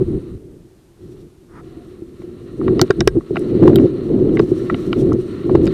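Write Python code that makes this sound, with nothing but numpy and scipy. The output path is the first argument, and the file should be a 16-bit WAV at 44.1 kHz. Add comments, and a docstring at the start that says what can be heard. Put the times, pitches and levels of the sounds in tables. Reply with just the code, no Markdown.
"""Airflow and rough ground boom in the plastic case of a body-worn camera, with deep swings of wind
below, as a mountain bike rides a snowy woodland trail. Bumps thump the case; parts of the bike and mount
knock on it hard enough to overload the microphone. The tyres crunch dully through its walls and throw up
spray. For a moment the tyre sound drops out and the wind falls quiet, then the ride cuts back in.
Further back sit a short skid, a faint brake note, a thin high whirr and the still woods."""
import sys
import numpy as np
from scipy import signal
from scipy.fft import rfft, irfft
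from scipy.io import wavfile
from scipy.ndimage import uniform_filter1d

SR = 44100
rng = np.random.default_rng(int(sys.argv[2]) if len(sys.argv) > 2 else 0)


def int16_out(signal):
    """Quantize to a 16-bit WAV file."""
    q = np.round(np.clip(np.atleast_2d(signal).T, -1, 1) * 32767)
    wavfile.write(sys.argv[1], SR, q.astype(np.int16))


N = 252693
TIME = np.arange(N) / SR

# Tone of the buffeting inside the case: (frequency [Hz], level [dB])
BOOM_SPECTRUM = [(30, -23), (70, -25.5), (100, -8.5), (130, -6), (220, -6.5), (290, -4.5), (348, 1.5),
                 (400, -7.5), (480, -15.5), (600, -25), (800, -39.5), (1300, -62), (3000, -73.5),
                 (9000, -99.5)]
# Low end of the wind: (frequency [Hz], level [dB])
WIND_SPECTRUM = [(15, -20.5), (30, -4), (55, -5.5), (85, -2.5), (115, -2.5), (180, -12.5), (400, -46.5),
                 (1500, -91.5)]
# Gusts pressing on the case: (start [s], length [s], level [dB])
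GUSTS = [(0.02, 0.16, -25.5), (0.31, 0.05, -27.5), (1.02, 0.05, -44), (2.97, 0.22, -26.5),
         (5.07, 0.069, -24), (5.55, 0.15, -23)]
def buffeting(boom_db=-1, split_hz=470, wind_db=-24.5, wind_slope=0.55):
    """Eddies and ground shake boom in the case, over deep swings of wind that follow the shaking."""
    boom = turbulence(BOOM_SPECTRUM, steadiness=0.23, eddy_s=0.023)
    lows = signal.sosfiltfilt(signal.butter(4, split_hz, fs=SR, output="sos"), boom)
    strength = shake()
    boom = lows * strength + (boom - lows) * shake(hard=True)
    wind = turbulence(WIND_SPECTRUM, steadiness=0.3, eddy_s=0.18)
    gusts = swells(GUSTS, attack_s=0.0089, release_s=0.011)
    return boom * undb(boom_db) + wind * np.hypot(undb(wind_db) * strength ** wind_slope, gusts)


# Airflow over the case, rising with speed: (time [s], level [dB])
AIRFLOW = [(0, -28), (0.355, -33.5), (0.385, -40), (0.55, -39.5), (0.74, -51.5), (0.98, -54), (1.47, -48),
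           (1.57, -38), (2.15, -39), (2.55, -31.5), (3.1, -27), (3.28, -36.5), (3.33, -21.5), (3.6, -16),
           (3.95, -21.5), (4.6, -21), (5.38, -26.5), (5.73, -18)]
# Rough ground: (start [s], length [s], level [dB], hardness as gain above the case's resonance [dB])
JOLTS = [(0, 0.026, -15, -27), (0.082, 0.099, -21, -22), (1.015, 0.26, -38, -4), (2.202, 0.096, -35.5, 0),
         (2.598, 0.056, -19, -6), (2.665, 0.07, -12.5, -3.5), (2.758, 0.086, -14.5, 3.5),
         (2.997, 0.024, -11.5, -15), (3.162, 0.024, -14.5, -6), (3.522, 0.05, -16.5, 1),
         (3.626, 0.082, -5.5, 1), (3.715, 0.145, -9, 1), (4.11, 0.327, -13, -1), (4.717, 0.032, -15.5, -19),
         (4.875, 0.061, -19, -3), (4.968, 0.192, -14, -1), (5.456, 0.11, -19, -9), (5.504, 0.18, -12.5, 1)]
JOLT_ATTACK_S, JOLT_RELEASE_S = 0.012, 0.0069
def shake(hard=False, airflow_hardness_db=-2):
    """Envelope of airflow and jolts shaking the case; with hard, the one above its resonance."""
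    airflow = undb(curve(AIRFLOW) + hard * airflow_hardness_db)
    jolts = [(start, length, db + hard * hardness_db) for start, length, db, hardness_db in JOLTS]
    return np.hypot(airflow, swells(jolts, JOLT_ATTACK_S, JOLT_RELEASE_S))


def case_hum(hz=358, width_hz=75, gain_db=-6):
    """Airflow and jolts keep the hollow of the case humming."""
    hum = narrow_noise(hz, width_hz)
    power = uniform_filter1d(hum ** 2, SR // 30)
    return unit(hum / power ** 0.25) * shake() * undb(gain_db)  # compressed 2:1, then shaken


# Bumps in the trail: (time [s], level [dB], pitch [Hz], attack [s])
THUMPS = [(0.008, -8.5, 373.7, 0.0071), (1.766, -25, 337, 0.0062), (2.019, -22.5, 341, 0.0041),
          (2.814, -8, 152, 0.0046), (2.816, -5.5, 360.2, 0.0079), (2.902, 0.5, 397, 0.0031),
          (2.983, -12.5, 370, 0.0095), (3.011, -16, 355, 0.0024), (3.074, 4, 396, 0.0022),
          (3.154, -11.5, 405, 0.0057), (3.169, -2.5, 332, 0.0039), (3.307, -8.5, 387, 0.0038),
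          (3.597, -8, 416, 0.0039), (4.102, -11.5, 438, 0.0046), (4.397, -1.5, 397, 0.0036),
          (4.516, -3, 362, 0.0051), (5.018, -5, 378, 0.0053), (5.186, -10.5, 365, 0.0059),
          (5.549, 2, 374, 0.0046)]
def thumps(mount_hz=140, mount_db=-11):
    """A soft push swells and dies in the hollow of the case, over the slower sway of its mount."""
    out, t = np.zeros(N), TIME[:SR // 8]
    mount = undb(mount_db) * np.sin(2 * np.pi * mount_hz * t)
    for at_s, db, hz, attack_s in THUMPS:
        envelope = t / attack_s * np.exp(1 - t / attack_s)
        add(out, at_s, undb(db) * envelope * (np.sin(2 * np.pi * hz * t) + mount))
    return out


# The case's ring under every knock: (frequency [Hz], width [Hz], level [dB])
CASE_MODES = [(646, 87, 7), (780, 350, 1.5), (1115, 98, 5.5), (1372, 112, 5.5), (1600, 40, -4),
              (1938, 118, 0), (2326, 98, -5.5), (2900, 330, -9), (3750, 74, -2.5), (4850, 680, -6.5),
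              (5250, 1200, -12), (6000, 1100, -17), (7040, 2300, -17), (10600, 330, -18),
              (11180, 530, -16.5), (14600, 180, -2)]
# Hits of bike and mount: (time [s], level [dB], ring of the struck part [Hz], high cut [Hz])
KNOCKS = [(2.218, -40.5, 1210, 2800), (2.6125, -24, 1150, 1700), (2.68, -15.5, 1130, 2490),
          (2.794, -9.5, 1220, 4830), (2.8143, -1, 4370, 6500), (2.815, -0.5, 5900, 15100),
          (2.9055, -8.5, 1520, 6740), (2.9074, -13, 1770, 5400), (3.0057, -10, 5600, 8000),
          (3.0062, -13.5, 3750, 4800), (3.0087, -13, 1700, 3500), (3.0748, -3, 1670, 6000),
          (3.0756, -2, 5250, 9600), (3.207, -32.5, 1140, 1500), (3.3572, -16.5, 1470, 2850),
          (3.368, -12.5, 2040, 3150), (3.394, -33.5, 10200, 11900), (3.758, -14, 3170, 15900),
          (3.785, -24, 2900, 3800), (4.292, -34, 3100, 4000), (4.371, -16.5, 2050, 3030),
          (4.3934, -13.5, 1520, 4430), (4.6979, -11.5, 1280, 2060), (4.7444, -17.5, 2900, 3050),
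          (4.929, -16, 1960, 3600), (4.9296, -15.5, 2950, 3900), (5.119, -19.5, 1230, 1460),
          (5.131, -31, 6200, 13100), (5.4938, -17, 1250, 1600), (5.656, -32.5, 7000, 12000),
          (5.668, -26.5, 1550, 9000), (5.675, -22.5, 1920, 5500)]
def knocks(grit_s=0.001, grit_db=-9, chatter_s=0.0055, chatter_db=-31, part_q=8, part_db=5, gain_db=2):
    """A click with a trail of grit rings the case and the struck part; softer contact loses the top."""
    out, t = np.zeros(N), TIME[:SR // 16]
    trail = undb(grit_db) * np.exp(-t / grit_s) + undb(chatter_db) * np.exp(-t / chatter_s)
    for at_s, db, part_hz, top_hz in KNOCKS:
        force = (t == 0) + trail * rng.standard_normal(len(t))
        hit = ring(force, CASE_MODES) + ring(force, [(part_hz, part_hz / part_q, part_db)])
        hit = highpass(lowpass(hit, top_hz), hz=550)
        add(out, at_s, undb(db + gain_db) * hit / np.abs(hit).max())
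    return out


# Wall resonances that let the tyres through: (frequency [Hz], width [Hz], level [dB])
WALL_MODES = [(1093, 180, 5), (1353, 111, 7.5), (1836, 320, 0.5), (2950, 460, -2.5), (3750, 670, -2),
              (4274, 500, -1)]
# Tone of the spray: (frequency [Hz], level [dB])
SPRAY_SPECTRUM = [(1000, -15.5), (3500, 1.5), (4900, -5), (5750, 1), (6500, -5.5), (8600, -5),
                  (10300, -8.5), (12800, -17), (14800, -10.5), (15800, -33)]
# Tyres rolling through snow, one fader curve per run: (time [s], level [dB])
ROLL_RUNS = [
    [(0.0, -62), (0.114, -59.5), (0.38, -66.5)],
    [(1.63, -62), (1.74, -64), (2.07, -67.5), (2.46, -62), (2.79, -53), (2.89, -53.5), (3.09, -63),
     (3.36, -58.5), (3.51, -52), (3.78, -51.5), (4.16, -57), (4.87, -52.5), (5.04, -55.5), (5.31, -53.5),
     (5.48, -52), (5.73, -49.5)],
]
# Patches of wet snow: (start [s], length [s], level [dB])
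SLUSH = [(1.03, 0.18, -65.5), (1.635, 0.031, -66), (2.22, 0.037, -63), (3.34, 0.08, -53.5),
         (3.8, 0.77, -65), (4.42, 0.24, -57.5), (4.7, 0.31, -54.5)]
def tyres(muffle_hz=4700, tread_db=5.5, spray_db=-7, slush_tread_db=-5):
    """The tread crunches dully through the case walls; the spray hisses above it, more in wet snow."""
    roll = sum(undb(curve(run, left=-np.inf, right=-np.inf)) for run in ROLL_RUNS)
    slush = swells(SLUSH, attack_s=0.02, release_s=0.032)
    crunch = snow(grains_per_s=440, crunch_db=-7, flicker_db=2)
    tread = unit(lowpass(ring(crunch, WALL_MODES), muffle_hz)) * undb(tread_db)
    spray = colour(snow(grains_per_s=540, crunch_db=-8.5, flicker_db=4), SPRAY_SPECTRUM)
    tread *= np.hypot(roll, undb(slush_tread_db) * slush)
    spray *= np.hypot(undb(spray_db) * roll, slush)
    return tread + spray


def snow(grains_per_s, crunch_db, flicker_db, spread_db=4.5):
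    """Flickering hiss of packed snow with the clicks of single crystals."""
    grains = (rng.random(N) < grains_per_s / SR) * rng.standard_normal(N)
    grains *= undb(spread_db * np.minimum(rng.exponential(size=N), 3))
    hiss = rng.standard_normal(N) * undb(flicker_db * wander(rate_hz=35))
    return hiss + undb(crunch_db) * unit(grains)


def skid(start_s=1.484, peak_s=1.562, end_s=1.612, start_db=-62, peak_db=-45):
    """A short dull swish of sliding snow swells and stops."""
    spectrum = [(300, -16), (800, -7.5), (1300, 1), (1550, -9), (1950, -11), (2600, -26),
                (6000, -32), (12000, -51)]  # (frequency [Hz], level [dB])
    swish = colour(rng.standard_normal(N), spectrum)
    gate = uniform_filter1d(1. * ((TIME > start_s) & (TIME < end_s)), SR // 100)
    return swish * undb(curve([(start_s, start_db), (peak_s, peak_db)])) * gate


def brake(at_s=1.728, fade_s=0.11, hz=708, db=-53):
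    """A brake disc sings faintly for a moment."""
    return narrow_noise(hz, width_hz=30) * undb(db) * np.exp(-((TIME - at_s) / fade_s) ** 2)


# Swells of the whirr, perhaps the freewheel coasting: (start [s], length [s], level [dB])
WHIRR_SWELLS = [(0, 0.22, -68), (2.62, 0.58, -70), (5.08, 0.24, -67.5), (5.45, 0.28, -73)]
def whirr(hz=8680, width_hz=220, bed_db=-63.5, airflow_slope=0.37):
    """A thin band of high noise grows with the airflow and swells in spells."""
    bed = undb(bed_db + airflow_slope * curve(AIRFLOW))
    spells = swells(WHIRR_SWELLS, attack_s=0.05, release_s=0.05)
    return narrow_noise(hz, width_hz) * np.hypot(bed, spells)


# Tone of the background bed: (frequency [Hz], level [dB])
AMBIENCE_SPECTRUM = [(30, 7), (500, 2), (1000, -5.5), (2000, -11), (4200, -13), (5000, -14.5),
                     (9000, -15.5), (13000, -19), (15000, -31.5), (16000, -44)]
def ambience(db=-57.5):
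    """Still air in the woods and microphone hiss."""
    return undb(db) * colour(rng.standard_normal(N), AMBIENCE_SPECTRUM)


def turbulence(spectrum, steadiness, eddy_s):
    """Coloured noise whose strength is partly evened out over the life of an eddy."""
    noise = colour(rng.standard_normal(N), spectrum)
    power = uniform_filter1d(noise ** 2, int(eddy_s * SR))
    return unit(noise / power ** (steadiness / 2))


def narrow_noise(hz, width_hz):
    """Noise rung twice through one resonance: a wavering note at rms 1."""
    mode = [(hz, width_hz, 0)]
    return unit(ring(ring(rng.standard_normal(N), mode), mode))


def swells(rows, attack_s, release_s):
    """Envelope of (start, length, level) events that rise, hold and die away; their powers add."""
    power = 0
    for start, length, db in rows:
        rise = np.minimum(TIME - start, 0) / attack_s
        fall = np.maximum(TIME - start - length, 0) / release_s
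        power += (undb(db) * np.exp(rise - fall)) ** 2
    return np.sqrt(power)


def wander(rate_hz):
    """Glide between random values, at rms 1."""
    hold = int(SR / rate_hz)
    steps = np.repeat(rng.standard_normal(N // hold + 1), hold)
    return unit(uniform_filter1d(steps, hold)[:N])


def curve(rows, **outside):
    """Join (time, level) rows by straight lines."""
    return np.interp(TIME, *np.transpose(rows), **outside)


def colour(x, spectrum):
    """EQ a sound with (frequency, level) points, to rms 1."""
    hz, db = np.transpose(spectrum)
    bins = np.maximum(np.fft.rfftfreq(N, 1 / SR), 1)
    gain = undb(np.interp(np.log(bins), np.log(hz), db))
    return unit(irfft(rfft(x) * gain, N))


def ring(x, modes):
    """Drive (frequency, width, level) resonances; neighbours swing in opposite directions."""
    return sum((-1) ** k * undb(db) * signal.lfilter(*signal.iirpeak(hz, hz / width, fs=SR), x)
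               for k, (hz, width, db) in enumerate(modes))


def lowpass(x, hz):
    """Fourth-order high cut."""
    return signal.sosfilt(signal.butter(4, hz, fs=SR, output="sos"), x)


def highpass(x, hz):
    """Second-order low cut."""
    return signal.sosfilt(signal.butter(2, hz, "high", fs=SR, output="sos"), x)


def add(track, at_s, sound):
    """Mix a sound into the track."""
    i = int(at_s * SR)
    track[i:i + len(sound)] += sound[:N - i]


def undb(db):
    """Decibels to gain."""
    return 10 ** (np.asarray(db) / 20)


def unit(x):
    """Scale to rms 1."""
    return x / np.sqrt(np.mean(x ** 2))


def scene():
    """Everything reaches one microphone inside the case."""
    ride = buffeting() + tyres() + skid() + brake() + whirr() + thumps() + knocks()
    return (ride + ambience() + case_hum())[None]


def record(dry):
    """The loudest peaks clip flat, then a steep high cut takes off the top."""
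    top_hz = 16200
    high_cut = signal.ellip(8, .02, 70, top_hz, fs=SR, output="sos")
    return signal.sosfilt(high_cut, np.clip(dry, -1, 1))


dry = scene()
out = record(dry)
int16_out(out)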